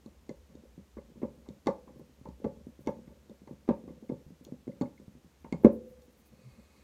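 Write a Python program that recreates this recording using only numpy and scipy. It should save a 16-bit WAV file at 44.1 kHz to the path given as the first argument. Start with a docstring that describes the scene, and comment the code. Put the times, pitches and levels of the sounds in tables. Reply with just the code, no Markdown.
"""Unscrewing from a hollow wall

A hand screwdriver backs a screw out of a hollow board wall in a quiet room. At each regrip the tip knocks
in the screw head: a short sagging wave makes the thump, and struck modes make the hollow ring and the clicks.
Between knocks random slips of the thread ring the wall faintly, and coloured noise makes the skin on the handle.
The tip slips out with one hard knock that dies slowly in the wall, then a fist bumps the wall and the
fingers rustle round the screw."""
import sys
import numpy as np
from scipy import signal
from scipy.fft import rfft, irfft
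from scipy.io import wavfile
from scipy.ndimage import uniform_filter1d

SR = 44100
rng = np.random.default_rng(int(sys.argv[2]) if len(sys.argv) > 2 else 0)


def rack_gain(trim_db):
    """Turn a fader trim in dB into the linear factor to multiply a signal by."""
    fader = np.asarray(trim_db, float)
    return 10 ** (fader / 20)


def materialize(psi):
    """Save the field psi as 16-bit PCM at rate SR to the path in sys.argv[1].

    A 1-D psi becomes a single channel; in a 2-D psi each row is a channel.
    """
    bounded = np.clip(np.atleast_2d(psi).T, -1, 1)
    quanta = np.round(bounded * 32767).astype(np.int16)
    wavfile.write(sys.argv[1], SR, quanta)


N = 301203   # length in samples

# room tone spectrum: (frequency [Hz], level per Hz [dB])
AIR_SPECTRUM = [(15, -33), (25, -44.5), (66, 11), (119, -8), (233, -8.5), (313, -9), (508, -13.5),
                (683, -17.5), (1450, -23), (2110, -24), (4860, -28), (6530, -27.5), (10600, -36),
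                (14200, -35.5), (15400, -47)]
# faint grinding in the wall, and the long dying tail of the hard knock: (time [s], level [dB])
GRIND_LEVEL = [(0.0, -68), (0.45, -65.5), (0.9, -78), (1.05, -58.5), (2.2, -66.5), (2.5, -57),
               (3.25, -62.5), (3.45, -75), (3.9, -56), (4.4, -73), (4.85, -58.5), (5.25, -73.5), (5.6, -59),
               (5.8, -61), (6.83, -67)]
# wall and tool modes in four families, from low to high: (frequency [Hz], level [dB], time to die by 60 dB [s])
PUSH_MODES = [(140.8, -9.5, 0.17), (169.2, -8, 0.12), (201, -0.5, 0.077), (237, -4, 0.12),
              (300, -17.5, 0.061), (75.8, -22.5, 0.27)]
RING_MODES = [(351.6, -12.5, 0.038), (397.6, 0, 0.088), (433, 3.5, 0.046), (482.7, 0.5, 0.068),
              (518.7, 0, 0.17), (552.8, -0.5, .13), (582.7, -0.5, 0.091), (489, -29.5, 1.0),
              (509, -29.5, 1), (507, -33, 1.0)]
CLACK_MODES = [(627.4, -2, 0.0097), (857, 1, 0.018), (863, 6, 0.034), (901, 3.5, 0.041), (1073, 0, 0.036),
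               (1156, -7, 0.039), (1350, -15, 0.019), (1450, -8, 0.0051), (1648, -14, 0.023),
               (1960, -21, .012), (2510, -13.5, 0.0068)]
TICK_MODES = [(2778, -9.5, 0.0039), (3670, 0, 0.016), (4205, -0.5, .014), (4440, 0.5, 0.0085),
              (5760, -2, 0.0092), (6790, 0, 0.0077), (7690, -7, .005), (9280, -10.5, 0.003),
              (12880, -24, .003)]
# how long the echo lasts: (frequency [Hz], time to die by 60 dB [s])
ROOM_DECAY = [(60, 1), (150, 0.38), (500, 0.4), (1000, 0.2), (2000, 0.23), (4000, 0.15), (7000, 0.25)]
# swishes of skin on the handle: (time of the top [s], level [dB], length [s])
SKIN_SWISHES = [(1.675, -77, .007), (1.995, -73, 0.013), (2.82, -75, 0.029), (2.885, -75, 0.03),
                (4.446, -68, 0.0065), (4.818, -75.5, 0.028), (5.649, -65.5, 0.025), (5.74, -68, .035),
                (5.905, -74.5, 0.031), (6.052, -78.5, 0.036), (6.125, -78, 0.024), (6.193, -73, .03),
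                (6.27, -73.5, 0.024)]
# colour of the skin noise: (frequency [Hz], level per Hz [dB])
SKIN_SPECTRUM = [(3000, -30), (6000, -15.5), (9000, -1), (11500, 2.5), (15000, 2.5)]
# knocks, nearly all of the tip in the screw head:
# (time [s], thump [dB], hollow ring [dB], clack [dB], metal tick [dB])
TIP_KNOCKS = [(0.06, -37, -58, -66.5, -62), (0.292, -30.5, -41.5, -59.5, -55),
              (0.5523, -39.5, -58, -78, -65.5), (0.9686, -34.5, -46, -57, -86),
              (1.217, -35, -38.5, -53, -81), (1.2308, -21.5, -38, -53, -72), (1.458, -96, -63, -61.5, -83),
              (1.487, -34, -51.5, -81, -58), (1.6598, -39, -66, -54, -64), (1.6691, -16.5, -25.5, -33, -41),
              (1.874, -45, -57, -59, -80), (1.9943, -41, -53, -68, -73), (2.2539, -41.5, -48.5, -57, -73),
              (2.2867, -34, -63, -71, -67), (2.4422, -27, -39, -45.5, -65),
              (2.4467, -22.5, -31.5, -75, -69), (2.862, -50, -54, -62, -63),
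              (2.8717, -20.5, -30.5, -42.5, -50), (3.077, -40, -66.5, -64.5, -83),
              (3.2955, -42.5, -51.5, -69, -69), (3.4731, -43, -52, -58.5, -70),
              (3.677, -38, -43, -50.5, -82), (3.6885, -13, -28, -38, -67), (3.877, -36, -50.5, -60.5, -91),
              (4.093, -34.5, -57.5, -70, -70), (4.0974, -24, -40, -56.5, -73),
              (4.1204, -26, -45.5, -72, -73), (4.449, -56, -66, -76, -55.5), (4.4669, -42, -52, -73, -77),
              (4.5218, -29.5, -54.5, -79, -83), (4.6776, -27, -43, -72, -71),
              (4.8111, -19, -39, -47, -55.5), (4.818, -24, -44, -60.5, -56.5),
              (4.9982, -41, -60.5, -75, -72), (5.4446, -39, -56, -56.5, -70),
              (5.5246, -20.5, -41.5, -47, -49.5), (5.635, -31, -30.5, -53, -102.5),
              (5.6467, -1, -15, -31.5, -47.5), (6.019, -66.5, -76, -83, -65.5)]
# soft dull knocks in the wall with little metal: (time [s], thump [dB], hollow ring [dB])
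SOFT_KNOCKS = [(0.6355, -47, -57), (0.7776, -38.5, -61.5), (1.1, -51, -63), (1.1576, -46.5, -60),
               (1.3765, -48, -83), (1.905, -46, -71), (1.9587, -45.5, -62), (2.095, -51, -74),
               (2.212, -41.5, -74), (2.4003, -44.5, -51), (2.6679, -34, -57), (2.7904, -42, -60),
               (2.9888, -42, -57.5), (3.1045, -47.5, -57.5), (3.417, -44, -69), (3.5097, -33.5, -55),
               (3.8383, -38.5, -58), (3.9051, -37.5, -56), (3.9682, -72, -81), (4.025, -39.5, -56),
               (4.2641, -42.5, -86), (4.3043, -41, -67), (4.41, -44.5, -66), (4.669, -37.5, -59),
               (4.735, -46, -74), (4.872, -41.5, -61), (5.0792, -37.5, -75.5), (5.151, -44.5, -70),
               (5.244, -48.5, -72.5), (6.0799, -51, -68)]
# the screw rattles in its anchor and the steel shank pings: (time [s], peak level [dB])
SHANK_PINGS = [(0.2916, -51.5), (0.9821, -60), (1.2245, -59), (1.459, -72), (1.4849, -67), (1.67, -36),
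               (2.4422, -58), (2.8718, -45), (3.0738, -68.5), (3.475, -61.5), (3.689, -50), (3.888, -64),
               (4.0915, -58), (4.6757, -64), (4.7166, -66), (4.81, -53), (4.8558, -62), (4.9765, -65),
               (5.4439, -61), (5.5247, -41), (5.6455, -38)]
# modes of the steel shank: (frequency [Hz], level [dB], time to die by 60 dB [s])
SHANK_MODES = [(1737, -9.5, .04), (2045, -1, 0.037), (2169, -1, .042), (2670, -13.5, 0.024)]
# resonances heard in the finger rustle: (frequency [Hz], width [Hz], level [dB])
FINGER_RESONANCES = [(1242, 260, -1), (2204, 176, 0), (2495, 140, -0.5), (4190, 500, -3.5), (4540, 210, -6),
                     (6930, 6500, -2.5)]

AIR_DB = -62
SLIPS_PER_S, SLIP_CLUMP_DB, CLUMPS_PER_S = 45, 9, 6   # typical slip rate; spread and pace of its drift
GRIP_DB = -83   # steady faint hiss of the same colour as the swishes
THUMP_T60_S, THUMP_LAG_S = 0.013, 0.00071   # the whole board gives once and is damped at once
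# thump pitch when ring equals thump; it sinks as the contact gets softer
FIRM_HZ, HZ_PER_DB = 399.6, 6
BOARD_DB, BOARD_FOLLOWS = -15, 0.87   # low board modes grow more slowly than the thump
RING_LAG_S = 0.008386   # the cavity behind the board answers after the push
SOFT_CLACK_DB = -21.5   # clack of the soft knocks, relative to their ring
CRACK_DB, CRACK_S = 1.5, 0.0019   # level over the clack, before filtering; decay time
CRACK_LOW_HZ, CRACK_HIGH_HZ = 600, 2600
RUSTLE_S, RUSTLE_RISE_S, RUSTLE_DB = 6.3, 0.15, -72   # midpoint and span of the rise, full level
RUSTLE_FLICKER_DB = 2.5
BUMP_HZ, BUMP_S, BUMP_LENGTH_S, BUMP_DB = 127, 6.474, 0.042, -49.5
# how much of each sound feeds the echo
ROOM_DB, CLACK_ROOM_DB, TICK_ROOM_DB, CRACK_ROOM_DB, PING_ROOM_DB = -20.5, -11.5, -13, -4.5, -18.5


def rms_one(x):
    """Scale to rms 1."""
    return x / np.sqrt(np.mean(x ** 2) + 1e-20)


def at_hz(points, hz):
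    """Read a curve on a log-frequency axis."""
    point_hz, values = np.transpose(points)
    return np.interp(np.log(hz), np.log(point_hz), values)


def band_pass(x, low_hz, high_hz):
    """Keep the sound between two frequencies."""
    return signal.sosfilt(signal.butter(2, [low_hz, high_hz], "band", fs=SR, output="sos"), x)


def fading(clicks, decay_s):
    """Each click becomes a level that dies away exponentially."""
    return signal.lfilter([1], [1, -np.exp(-1 / (decay_s * SR))], clicks + 1e-18)


def drift(rate_hz):
    """A slow random wander of spread 1, made by smoothing noise twice."""
    hop = 100   # samples between wander points
    steps = rng.standard_normal(N // hop + 1002)
    r = np.exp(-2 * np.pi * rate_hz * hop / SR)
    slow = signal.lfilter([1], [1, -2 * r, r * r], steps)[1000:]   # the settling start is cut off
    return np.interp(np.arange(N) / hop, np.arange(len(slow)), rms_one(slow))


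def swell(at_s, level_db, length_s):
    """A bell-shaped rise and fall in level."""
    t = np.arange(N) / SR
    return rack_gain(level_db) * np.exp(-0.5 * ((t - at_s) / (0.5 * length_s)) ** 2)


def coloured(spectrum):
    """Steady noise with the given spectrum shape; rms 1."""
    hz = np.maximum(np.fft.rfftfreq(N, 1 / SR), 1)
    white = rfft(rng.standard_normal(N))
    return rms_one(irfft(white * rack_gain(at_hz(spectrum, hz)), N))


def ring(clicks, hz, t60):
    """A resonance: each unit click starts a dying sine of height 1."""
    r, w = rack_gain(-60 / (t60 * SR)), 2 * np.pi * hz / SR
    return signal.lfilter([0, np.sin(w)], [1, -2 * r * np.cos(w), r * r], clicks + 1e-18)


def ring_all(clicks, modes):
    """The same clicks ring every mode; neighbours swing in opposite signs."""
    return sum((-1) ** k * rack_gain(db) * ring(clicks, hz, t60) for k, (hz, db, t60) in enumerate(modes))


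def family(modes, starts, knock_db, lag_s, spread_db, scuff_s, scuff_db):
    """Every knock strikes each mode with a new strength; the contact then scuffs on as dying grains."""
    chance, out = rng.standard_normal((len(starts), len(modes))), np.zeros(N)
    grains = rng.standard_normal(N) * (rng.random(N) < 0.08)
    at = np.round((starts + lag_s) * SR).astype(int)
    for k, (hz, level_db, t60) in enumerate(modes):
        clicks = np.zeros(N)
        clicks[at] = rack_gain(knock_db + level_db + spread_db * chance[:, k])
        # each mode feels the rough contact in its own way
        scuff = rack_gain(scuff_db) * fading(clicks, scuff_s) * np.roll(grains, k * SR // 10)
        out += (-1) ** k * ring(clicks + scuff, hz, t60)
    return out


def air():
    """Room tone: coloured noise whose low rumble comes in lumps."""
    notch = signal.iirnotch(100, 2.5, SR)   # a dip parts the rumble from the rest
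    tone = signal.lfilter(*notch, coloured(AIR_SPECTRUM))
    rumble = signal.sosfilt(signal.butter(2, 100, fs=SR, output="sos"), tone)
    lumps = rack_gain(3.8 * drift(3.8))
    return rack_gain(AIR_DB) * (tone + rumble * (lumps - 1))


def grind():
    """Uneven small slips ring the wall modes, mostly low: faint grinding, then the hard knock's long tail."""
    sizes = rack_gain(4.0 * np.minimum(rng.exponential(1, N), 3.0)) * rng.choice([-1, 1], N)
    slips_per_s = SLIPS_PER_S * rack_gain(SLIP_CLUMP_DB * drift(CLUMPS_PER_S))
    slips = sizes * (rng.random(N) < slips_per_s / SR)
    low = ring_all(slips, PUSH_MODES)
    hollow = rack_gain(-12.5) * ring_all(slips, RING_MODES)
    creak = rack_gain(-22.0) * ring_all(slips, CLACK_MODES)
    s, level_db = np.transpose(GRIND_LEVEL)
    level = rack_gain(np.interp(np.arange(N) / SR, s, level_db))
    return level * rms_one(low + hollow + creak)


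def room(x):
    """A dense echo: noise dying at its own rate in each half octave."""
    t, tail, edges = np.arange(SR) / SR, 0, 50 * 2 ** np.arange(0, 8, 0.5)
    for low, high in zip(edges, edges[1:]):
        band = band_pass(rng.standard_normal(SR), low, high)
        tail = tail + band * rack_gain(-60 * t / at_hz(ROOM_DECAY, np.sqrt(low * high)))
    tail = tail * (1 - np.exp(-t / 0.0027))   # reflections build up
    return signal.fftconvolve(x, tail / np.sqrt(np.sum(tail ** 2)))[:N]


def brush():
    """Skin on the handle: short bright swishes of noise over a faint hiss."""
    level = rack_gain(GRIP_DB) + sum(swell(*row) for row in SKIN_SWISHES)
    return level * rack_gain(1.9 * drift(40.0)) * coloured(SKIN_SPECTRUM)


def thumps(starts, levels_db, pitches_hz):
    """A wave that swells, sags in pitch and stops within two cycles; firmer contact starts higher."""
    out, t = np.zeros(N), np.arange(round(0.05 * SR)) / SR
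    fall = t * np.log(1000) / THUMP_T60_S
    envelope = fall * np.exp(1 - fall)
    for s, db, hz in zip(starts, levels_db, pitches_hz):
        at = round(s * SR)
        # starts 15 % above the given pitch and passes it after 2 ms
        wave = np.sin(2 * np.pi * hz * t * (1.15 - 37.4 * t))
        out[at:at + len(t)] += rack_gain(db) * envelope * wave
    return out


def knocks():
    """Struck board and tool: dull part (thump, board, hollow ring) and clack of all knocks; the metal tick of
    the tip knocks only."""
    knock_s, *_, tick_db = np.transpose(TIP_KNOCKS)
    rows = [row[:4] for row in TIP_KNOCKS]
    rows += [(s, db, ring_db, ring_db + SOFT_CLACK_DB) for s, db, ring_db in SOFT_KNOCKS]
    s, thump_db, ring_db, clack_db = np.transpose(rows)
    thump = thumps(s + THUMP_LAG_S, thump_db, FIRM_HZ + HZ_PER_DB * (ring_db - thump_db))
    board = family(PUSH_MODES, s, BOARD_DB + BOARD_FOLLOWS * thump_db,
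                   lag_s=0.0062, spread_db=4.0, scuff_s=0.015, scuff_db=-16)
    hollow = family(RING_MODES, s, ring_db, lag_s=RING_LAG_S, spread_db=0.5, scuff_s=0.0077, scuff_db=-23.5)
    clack = family(CLACK_MODES, s, clack_db, lag_s=0.0023, spread_db=3.5, scuff_s=0.015, scuff_db=-13)
    tick = family(TICK_MODES, knock_s, tick_db, lag_s=0.0008, spread_db=2.5, scuff_s=0.0028, scuff_db=-9.5)
    # a blunt contact rounds the low families
    return thump + band_pass(board + hollow, 60, 800), clack, tick


def crack():
    """Each knock except the soft ones also gives a short broad burst of grit, made of dying noise."""
    s, _, _, clack_db, _ = np.transpose(TIP_KNOCKS)
    clicks = np.zeros(N)
    clicks[np.round(s * SR).astype(int)] = rack_gain(clack_db + CRACK_DB)
    burst = fading(clicks, CRACK_S) * rng.standard_normal(N)
    return band_pass(burst, CRACK_LOW_HZ, CRACK_HIGH_HZ)


def pings():
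    """The steel shank rings briefly at each rattle."""
    s, db = np.transpose(SHANK_PINGS)
    return family(SHANK_MODES, s, db, lag_s=0.0003, spread_db=2.5, scuff_s=0.004, scuff_db=-16)


def fingers():
    """A fist meets the wall with a soft low bump; the fingers rustle round the screw as resonant noise."""
    white, t = rng.standard_normal(N), np.arange(N) / SR
    # a wider resonance dies sooner; the square root evens out the loudness
    rustle = sum(rack_gain(db) * ring(white, hz, 3.7 / width) * np.sqrt(width)
                 for hz, width, db in FINGER_RESONANCES)
    rise = 0.5 + 0.5 * np.tanh((t - RUSTLE_S) / RUSTLE_RISE_S)
    level = rise * rack_gain(RUSTLE_DB + RUSTLE_FLICKER_DB * drift(2.6))
    bump = np.sqrt(2) * np.sin(2 * np.pi * BUMP_HZ * t)
    return level * rms_one(rustle) + swell(BUMP_S, BUMP_DB, BUMP_LENGTH_S) * bump


def scene():
    """The wall, its echo in the room, the hands and the room tone."""
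    dull, clack, tick = knocks()
    dull, grit, ping = dull + grind(), crack(), pings()
    echo = room(rack_gain(ROOM_DB) * dull + rack_gain(CLACK_ROOM_DB) * clack + rack_gain(TICK_ROOM_DB) * tick
                + rack_gain(CRACK_ROOM_DB) * grit + rack_gain(PING_ROOM_DB) * ping)
    return (dull + clack + tick + grit + ping + echo + brush() + fingers() + air())[None]


def low_pass(x):
    """Removes everything above the highest recorded frequency."""
    return signal.sosfilt(signal.butter(12, 15590, fs=SR, output="sos"), x)


def record(dry):
    """Gain control turns the level down after loud moments, then lets it recover."""
    t = np.arange(N) / SR
    loudness = uniform_filter1d(np.abs(dry[0]), size=441)   # mean over 10 ms
    over_db = np.maximum(20 * np.log10(loudness + 1e-9) + 22, 0)   # above -22 dB
    recovery_db = 9.0 * t   # 9 dB per second
    held_db = np.maximum(np.maximum.accumulate(over_db * 0.1 + recovery_db) - recovery_db, 0)
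    duck_db = signal.lfilter([0.0005], [1, -0.9995], held_db)   # the gain moves smoothly
    return low_pass(dry * rack_gain(-duck_db))


dry = scene()
out = record(dry)
materialize(out)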